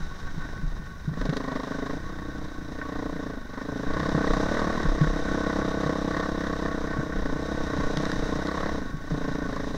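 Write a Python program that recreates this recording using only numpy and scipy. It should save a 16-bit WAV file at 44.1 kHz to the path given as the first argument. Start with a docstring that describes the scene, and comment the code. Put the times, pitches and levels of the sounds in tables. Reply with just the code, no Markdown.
"""Dirt bike on a sandy trail

A single-cylinder dirt bike climbs a sandy trail, heard from a camera carried by the rider.
Each firing rings the exhaust and lets out a rasp of gas; the metal clatters, and chain and tyres hiss as fine grit.
Bumps ring the camera housing, short cracks give engine pings and stones, and low noise buffets the microphone."""
import sys
import numpy as np
from scipy import signal
from scipy.fft import rfft, irfft, next_fast_len
from scipy.io import wavfile
from scipy.ndimage import map_coordinates

SR = 44100
rng = np.random.default_rng(int(sys.argv[2]) if len(sys.argv) > 2 else 0)


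def generate_wav(signal):
    """Clip the signal to [-1, 1] and save it as 16-bit WAV at the path in sys.argv[1]."""
    frames = np.transpose(np.atleast_2d(signal))
    scaled = np.clip(frames, -1, 1) * 32767
    pcm = np.round(scaled).astype(np.int16)
    wavfile.write(sys.argv[1], SR, pcm)


N = 430857
TIME = np.arange(N) / SR
SIZE = next_fast_len(N + SR)  # a second of spare room for filter tails
FREQ = np.arange(SIZE // 2 + 1) * SR / SIZE

# Engine speed. Each row: time in seconds, firings per second.
REVS = [(0.0, 22.61), (0.4, 28.39), (0.66, 19.58), (1.2, 24.1), (1.26, 27.18), (1.56, 25.49), (1.92, 27.41),
        (1.98, 32.16), (2.72, 29.17), (3.2, 29.58), (3.5, 23.43), (3.68, 28.34), (3.78, 26.32),
        (4.02, 33.79), (4.36, 30.81), (4.6, 40.88), (4.68, 34.01), (4.74, 41.97), (4.86, 32.86),
        (6.0, 32.68), (6.16, 33.71), (7.1, 30.94), (7.18, 32.42), (7.26, 28.07), (7.54, 34.31),
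        (7.74, 29.17), (8.1, 31.68), (8.26, 29.82), (8.7, 35.37), (8.82, 25.66), (9.12, 29.44),
        (9.77, 27.16)]
# Loudness of the exhaust over time. Each row: time in seconds, relative level in dB.
EXHAUST_LEVEL = [(0, -54.5), (.5, -43), (1.02, -53), (1.2, -32.5), (1.91, -33), (2.02, -40.5), (2.6, -39.5),
                 (3.0, -34.5), (3.31, -35.5), (3.43, -43), (3.63, -34), (3.93, -31.5), (4.2, -27.6),
                 (4.46, -27.5), (4.95, -32.5), (5.55, -29), (6.5, -31), (7.1, -33), (8.0, -31),
                 (8.78, -32.5), (8.97, -44), (9.13, -33), (9.77, -32.5)]
# Chain and tyre hiss at a steady pull. Each row: time in seconds, level in dB.
TRAIL = [(0, -39.5), (1.0, -45.5), (1.3, -47), (1.9, -45), (3.5, -47), (4.7, -41.5), (7.2, -45.5),
         (8.1, -40.5), (9.1, -45), (9.77, -44)]
# Strength of the air on the microphone. Each row: time in seconds, relative level in dB.
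RIDE = [(0, -28.5), (.75, -26.5), (1.5, -34.5), (3.6, -33.5), (4.25, -29), (5.1, -29), (6.6, -34.5),
        (7.2, -28.5), (9.77, -32)]
# Exhaust resonances at 32 firings a second and average load. Each row: pitch in Hz, width in Hz, level in dB.
PIPE = [(32.3, 4.6, -21), (67, 10, 16), (122.5, 32, -1.5), (219.8, 68, 10), (269.6, 27.3, 8.5),
        (296, 26.7, 7), (442.8, 76, 5.5), (526, 34, -22), (565.6, 42, -4), (622, 20, -9), (827, 100, -9.5),
        (1053, 110, -7.5), (1062, 38, -11)]
# Colour of the gas rasp. Each row: frequency in Hz, relative level in dB.
RASP = [(150, -50), (400, 7), (650, 5.5), (850, -2), (1090, 12), (1300, 0.5), (1520, -6.5), (1680, 3.5),
        (1900, 4.5), (2500, -23.5), (3800, -11), (6000, -23), (9000, -41), (16000, -45)]
# Ringing of the engine's metal. Each row: pitch in Hz, width in Hz, relative level in dB.
METAL = [(1115, 10.8, 10.5), (1509, 77, 6.5), (1813, 32, 4), (1770, 21, -12)]
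# Valve blows in each engine cycle. Each row: share of the cycle (0 to 1), relative level in dB.
VALVES = [(0.103, -9), (0.219, -0.5), (0.472, -5.5), (0.631, -1.5), (0.929, 4.5)]
# Colour of the chain and tyre hiss. Each row: frequency in Hz, relative level in dB.
HISS = [(300, 7), (900, 7.5), (2000, 0), (2600, -6), (3450, -3.5), (3750, 7), (4000, 3), (4200, -5),
        (4900, -3.5), (5500, 0), (6250, -3), (6800, -10.5), (9500, -21.5), (15000, -39)]
# Colour of the gusts on the microphone. Each row: frequency in Hz, relative level in dB.
GUSTS = [(5, 1), (16, 3), (31, -6.5), (46, -9.5), (70, -16), (110, -16.5), (280, -27), (1000, -42.5),
         (4000, -82)]
# Knocks over bumps. Each row: start in seconds, relative level in dB,
# basic time to fade by 60 dB in seconds (each housing mode takes its own share of it).
KNOCKS = [(.376, -16, 0.067), (0.628, -21.5, 0.2), (1.076, -11.5, 0.11), (1.113, -14, 0.077),
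          (1.289, -11, 0.097), (4.008, -24, 0.22), (4.146, -13, 0.18), (4.85, -11, 0.087), (5.01, -5, 0.15),
          (5.858, -14.5, 0.13), (6.987, -11, 0.078), (7.344, -26, 0.082), (7.784, -11, 0.057),
          (7.969, -17.5, 0.2), (8.941, -14.5, 0.063), (9.117, -15, 0.16)]
# Ringing modes of the camera housing. Each row: pitch in Hz, relative level in dB, share of the fade time.
HOUSING = [(152.1, -1, 0.94), (170, -20, 0.78), (112, -21, 0.9), (320, -18, 0.61)]
# Heavy jolts of the suspension. Each row: start in seconds, relative level in dB, pitch in Hz.
JOLTS = [(0.626, -21, 30.2), (1.19, -23, 31.7), (4.277, -20, 30.6), (4.867, -16.5, 30.6), (5.06, -20, 32.3),
         (7.151, -26, 30.4), (8.189, -28, 31.8), (9.1, -27, 32)]
# Engine pings as the throttle is snapped open at low revs. Each row: start in seconds, level before colouring in dB.
PINGS = [(1.213, -31.5), (1.255, -30.5), (1.294, -29.5), (1.333, -32), (1.368, -22.5)]
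# Stones that tick against the bike. Each row: start in seconds, level before colouring in dB.
STONES = [(4.092, -25), (5.014, -28), (7.972, -18), (8.054, -21), (8.117, -17), (8.471, -25)]
# Colour of a tick on the bike's metal. Each row: frequency in Hz, relative level in dB.
TICK = [(400, -9), (1700, 8), (2700, -8), (3900, 2), (6000, -7.5), (9000, -28), (11000, -21), (14000, -53)]

PING_DECAY_S, STONE_DECAY_S = .0061, .002  # seconds to fall to about a third
CLIMB_DB, FLOOR_DB = -30.5, -41  # exhaust level on a steady climb, and where the load levels out
# Rasp on a steady climb in dB and dB per dB of load, before the rasp's own growth and mix level
RASP_DB, RASP_PER_LOAD = -35.5, 1.21
BARK_PER_DB, BARK_S = .58, .45  # rasp dB per dB of surge, and how many seconds the recent mean looks back
CLATTER_DB, CLATTER_PER_LOAD = -41, .7  # clatter on a steady climb in dB, and dB per dB of load
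CLATTER_DB_PER_OCTAVE, CLATTER_PER_HISS = 1.5, .61  # dB per doubling of the revs, and dB per dB of trail hiss
HISS_PER_LOAD = .77  # a taut chain and a driven tyre hiss more: dB per dB of load
RASP_WANDER_DB, CLATTER_WANDER_DB, GUST_WANDER_DB = 2.76, 1.6, 2.5  # size of chance swings, several a second
FIRING_WOBBLE = .016  # small random unsteadiness in the timing of the firings, in cycles
TOP_HZ = 15700  # where the treble is cut


def undb(db):
    """Turn decibels into a gain."""
    return 10 ** (np.asarray(db) / 20)


def unit(x):
    """Scale a sound to an average (rms) strength of 1."""
    return x / np.sqrt(np.mean(x ** 2))


def curve(table):
    """Join the points of a two-column table with straight lines, one value per sample."""
    seconds, values = np.transpose(table)
    return np.interp(TIME, seconds, values)


def through(x, response):
    """Filter a sound by a frequency response."""
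    return irfft(rfft(x, SIZE) * response, SIZE)[:N]


def resonance(hz, width):
    """Response of one damped ringing mode, with gain 1 at its centre."""
    return 1j * FREQ * width / (hz ** 2 - FREQ ** 2 + 1j * FREQ * width)


def colour(points):
    """Filter with the given outline of (Hz, dB) points that only responds after its input."""
    hz, db = np.transpose(points)
    outline_db = np.interp(np.log(FREQ + 1), np.log(hz), db)
    # folding the cepstrum forward in time gives the filter its minimum delay
    cepstrum = irfft(np.log(undb(outline_db)), SIZE)
    cepstrum[1:SIZE // 2] *= 2
    cepstrum[SIZE // 2 + 1:] = 0
    return np.exp(rfft(cepstrum))


def walk(rate):
    """Smooth random wander through `rate` chance values a second, with a spread near 1."""
    steps = rng.standard_normal(4096)
    return map_coordinates(steps, [TIME * rate], order=2, mode="wrap")


def grains(spread_db):
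    """Dense noise whose strength jumps every 32 samples, like tiny grains of unequal size."""
    size_db = spread_db * np.repeat(rng.standard_normal(N // 32 + 1), 32)[:N]
    return unit(rng.standard_normal(N) * undb(size_db))


def crank(rate):
    """Engine cycles turned so far (one firing each), and the seconds since the last firing."""
    turns = np.cumsum(rate) / SR + .48
    turns = turns + FIRING_WOBBLE * walk(11)
    return turns, turns % 1 / rate


def each_cycle(turns, share):
    """The samples at which the engine passes a given point of its cycle."""
    marks = np.arange(1, int(turns[-1]) + 1) + share
    return np.minimum(np.searchsorted(turns, marks), N - 1)


def load(power_db):
    """Load in dB, taken from the exhaust level: near 0 on a steady climb, levelling out when quiet."""
    return 20 * np.log10(np.hypot(undb(power_db), undb(FLOOR_DB))) - CLIMB_DB


def surge(load_db):
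    """How far the load stands above its recent mean, in dB."""
    keep = np.exp(-1 / (BARK_S * SR))
    rise_db = load_db - load_db[0]
    recent_db = signal.lfilter([1 - keep], [1, -keep], rise_db)
    return np.maximum(rise_db - recent_db, 0)


def exhaust(turns, rate, power_db):
    """Gas blow-down and the piston's push ring the pipe; louder pulses are steeper with stronger high modes."""
    scatter_db, burble, mode_scatter_db = 1.16, .11, 1.53  # uneven firings; burble is extra dB per dB below mean
    rise_s, push, push_share = .00047, .39, .1987  # pulse build-up time, push gain, push delay in cycles
    heat, heat_per_db, flutter = .28, -.0042, .01  # pitch: power of the revs, share per dB, random share
    echo_s, echo, packing_hz = .0039, .61, 1150
    hz, width, db = np.transpose(PIPE)[:, :, None]
    steepness = 1 + .41 * np.log2(hz / 300)
    t, out, mean_db = TIME[:SR // 12], np.zeros(SIZE), np.mean(power_db)
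    for blow_at, push_at in zip(each_cycle(turns, 0), each_cycle(turns, push_share)):
        load_db = power_db[blow_at] - mean_db
        # the quieter firings grow uneven
        firing_luck = (scatter_db + burble * max(-load_db, 0)) * rng.standard_normal()
        mode_luck = mode_scatter_db * rng.standard_normal(hz.shape)
        # higher revs raise the resonances, while load lowers them a little
        pitch = hz * (rate[blow_at] / 32) ** heat
        pitch = pitch * (1 + heat_per_db * load_db + flutter * rng.standard_normal(hz.shape))
        strength = undb(db + steepness * load_db + firing_luck + mode_luck) * width
        modes = strength * np.exp(-np.pi * width * t) * np.cos(2 * np.pi * pitch * t)
        # a weak firing builds up its pressure slowly, so it thumps instead of barking
        ring = np.sum(modes, axis=0) * (1 - np.exp(-t / (rise_s * undb(-load_db))))
        out[blow_at:][:len(t)] += ring
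        # the push follows at a fixed crank angle, so the colour sweeps with the revs
        out[push_at:][:len(t)] += push * ring
    # the pulse runs to and fro in the silencer and its baffle, which spread it without changing its colour
    trip = np.exp(-2j * np.pi * FREQ * echo_s)
    silencer = (echo + trip) / (1 + echo * trip) * (1 - 2 * resonance(740, 550))
    # the packing soaks up the treble
    packing = 1 / (1 + 1.2j * FREQ / packing_hz - (FREQ / packing_hz) ** 2) ** 2
    return unit(through(out, silencer * packing)) * np.sqrt(np.mean(undb(power_db) ** 2))


def rasp(age, gas_db):
    """Turbulent gas bursts out after each firing, much more so under load."""
    burst = np.exp(-((age - .0055) / .011) ** 2) + .3 * np.exp(-age / .033)  # main puff and its tail
    puff = (1 - np.exp(-age / .00079)) * burst
    gas = unit(through(puff * grains(4.1), colour(RASP)))
    mean_db = np.mean(gas_db)
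    return gas * undb(mean_db + 1.13 * (gas_db - mean_db))  # stretches the swings around the mean


def clatter(turns):
    """Valves strike the metal at fixed crank angles; the gears rattle it all the time."""
    scatter_db, gears_db = 6, 6  # unevenness of the blows, and gear level against the valves
    blows = 0
    for share, db in VALVES:
        at = each_cycle(turns, share)
        blows = blows + np.bincount(at, undb(db + scatter_db * rng.standard_normal(len(at))), N)
    metal = sum(undb(db) * resonance(hz, width) for hz, width, db in METAL)
    treble_cut = 1 + (FREQ / 2300) ** 6
    return unit(through(unit(blows) + undb(gears_db) * grains(1.85), metal / treble_cut))


def hiss(age):
    """Chain and knobbly tyres throw fine grit, a little more with each power stroke."""
    throb = 1 + .35 * np.exp(-age / .016)
    grit = grains(1.9) * throb * undb(walk(45))
    return unit(through(grit, colour(HISS)))


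def air(ride_db, power_db):
    """Gusts buffet the microphone, and the shaking keeps the housing droning."""
    gusts = unit(through(rng.standard_normal(N), colour(GUSTS)))
    shaking = grains(4) * undb(1.5 * walk(12))
    drone = unit(through(shaking, resonance(155.7, 98) ** 2))
    return gusts * undb(ride_db - 3) + drone * undb(.5 * ride_db + .28 * power_db - 16)


def bumps():
    """Knocks ring the camera housing as fading tones; heavy jolts rock it slowly."""
    out = np.zeros(N)
    for s, db, t60 in KNOCKS:
        start = int(s * SR)
        t = TIME[:min(SR // 2, N - start)]
        ring = sum(undb(mode_db - 60 * t / (t60 * share)) * np.sin(2 * np.pi * hz * t)
                   for hz, mode_db, share in HOUSING)
        out[start:][:len(t)] -= undb(db) * ring * (1 - np.exp(-t / .0051))  # soft onset
    for s, db, hz in JOLTS:
        t = np.maximum(TIME - s, 0)
        swell = t / .027 * np.exp(1 - t / .028)
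        out -= undb(db) * np.sin(2 * np.pi * hz * t) * swell
    return out


def cracks(events, decay_s):
    """Each event is a short, fading burst of noise, coloured by the bike's metal."""
    bursts = np.zeros(N)
    t = TIME[:SR // 20]
    for s, db in events:
        bursts[int(s * SR):][:len(t)] += undb(db) * np.exp(-t / decay_s) * rng.standard_normal(len(t))
    return through(bursts, colour(TICK))


def scene():
    """The exhaust level also steers rasp, clatter and hiss; bumps, ticks, air and a faint steady hiss come on top."""
    rate, power_db, trail_db, ride_db = (curve(table) for table in (REVS, EXHAUST_LEVEL, TRAIL, RIDE))
    turns, age = crank(rate)
    load_db, octaves = load(power_db), np.log2(rate / np.median(rate))
    gas_db = RASP_DB + RASP_PER_LOAD * load_db + BARK_PER_DB * surge(load_db) + RASP_WANDER_DB * walk(9)
    # the metal rattles more with load, revs and a noisy chain
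    clatter_db = (CLATTER_DB + CLATTER_PER_LOAD * load_db + CLATTER_DB_PER_OCTAVE * octaves
                  + CLATTER_PER_HISS * (trail_db - np.mean(trail_db)) + CLATTER_WANDER_DB * walk(14))
    pipe = undb(1) * exhaust(turns, rate, power_db) + undb(-5.5) * rasp(age, gas_db)
    metal = undb(clatter_db) * clatter(turns) + cracks(PINGS, PING_DECAY_S)
    trail = undb(trail_db + HISS_PER_LOAD * load_db) * hiss(age) + bumps() + cracks(STONES, STONE_DECAY_S)
    wind = air(ride_db + GUST_WANDER_DB * walk(7), power_db)
    faint_hiss = undb(-67.5) * rng.standard_normal(N)
    return (pipe + metal + trail + wind + faint_hiss)[None]


def record(dry):
    """The camera cuts the top of the treble with a steep low-pass filter."""
    return signal.sosfilt(signal.ellip(10, .2, 80, TOP_HZ, fs=SR, output="sos"), dry)


dry = scene()
out = record(dry)
generate_wav(out)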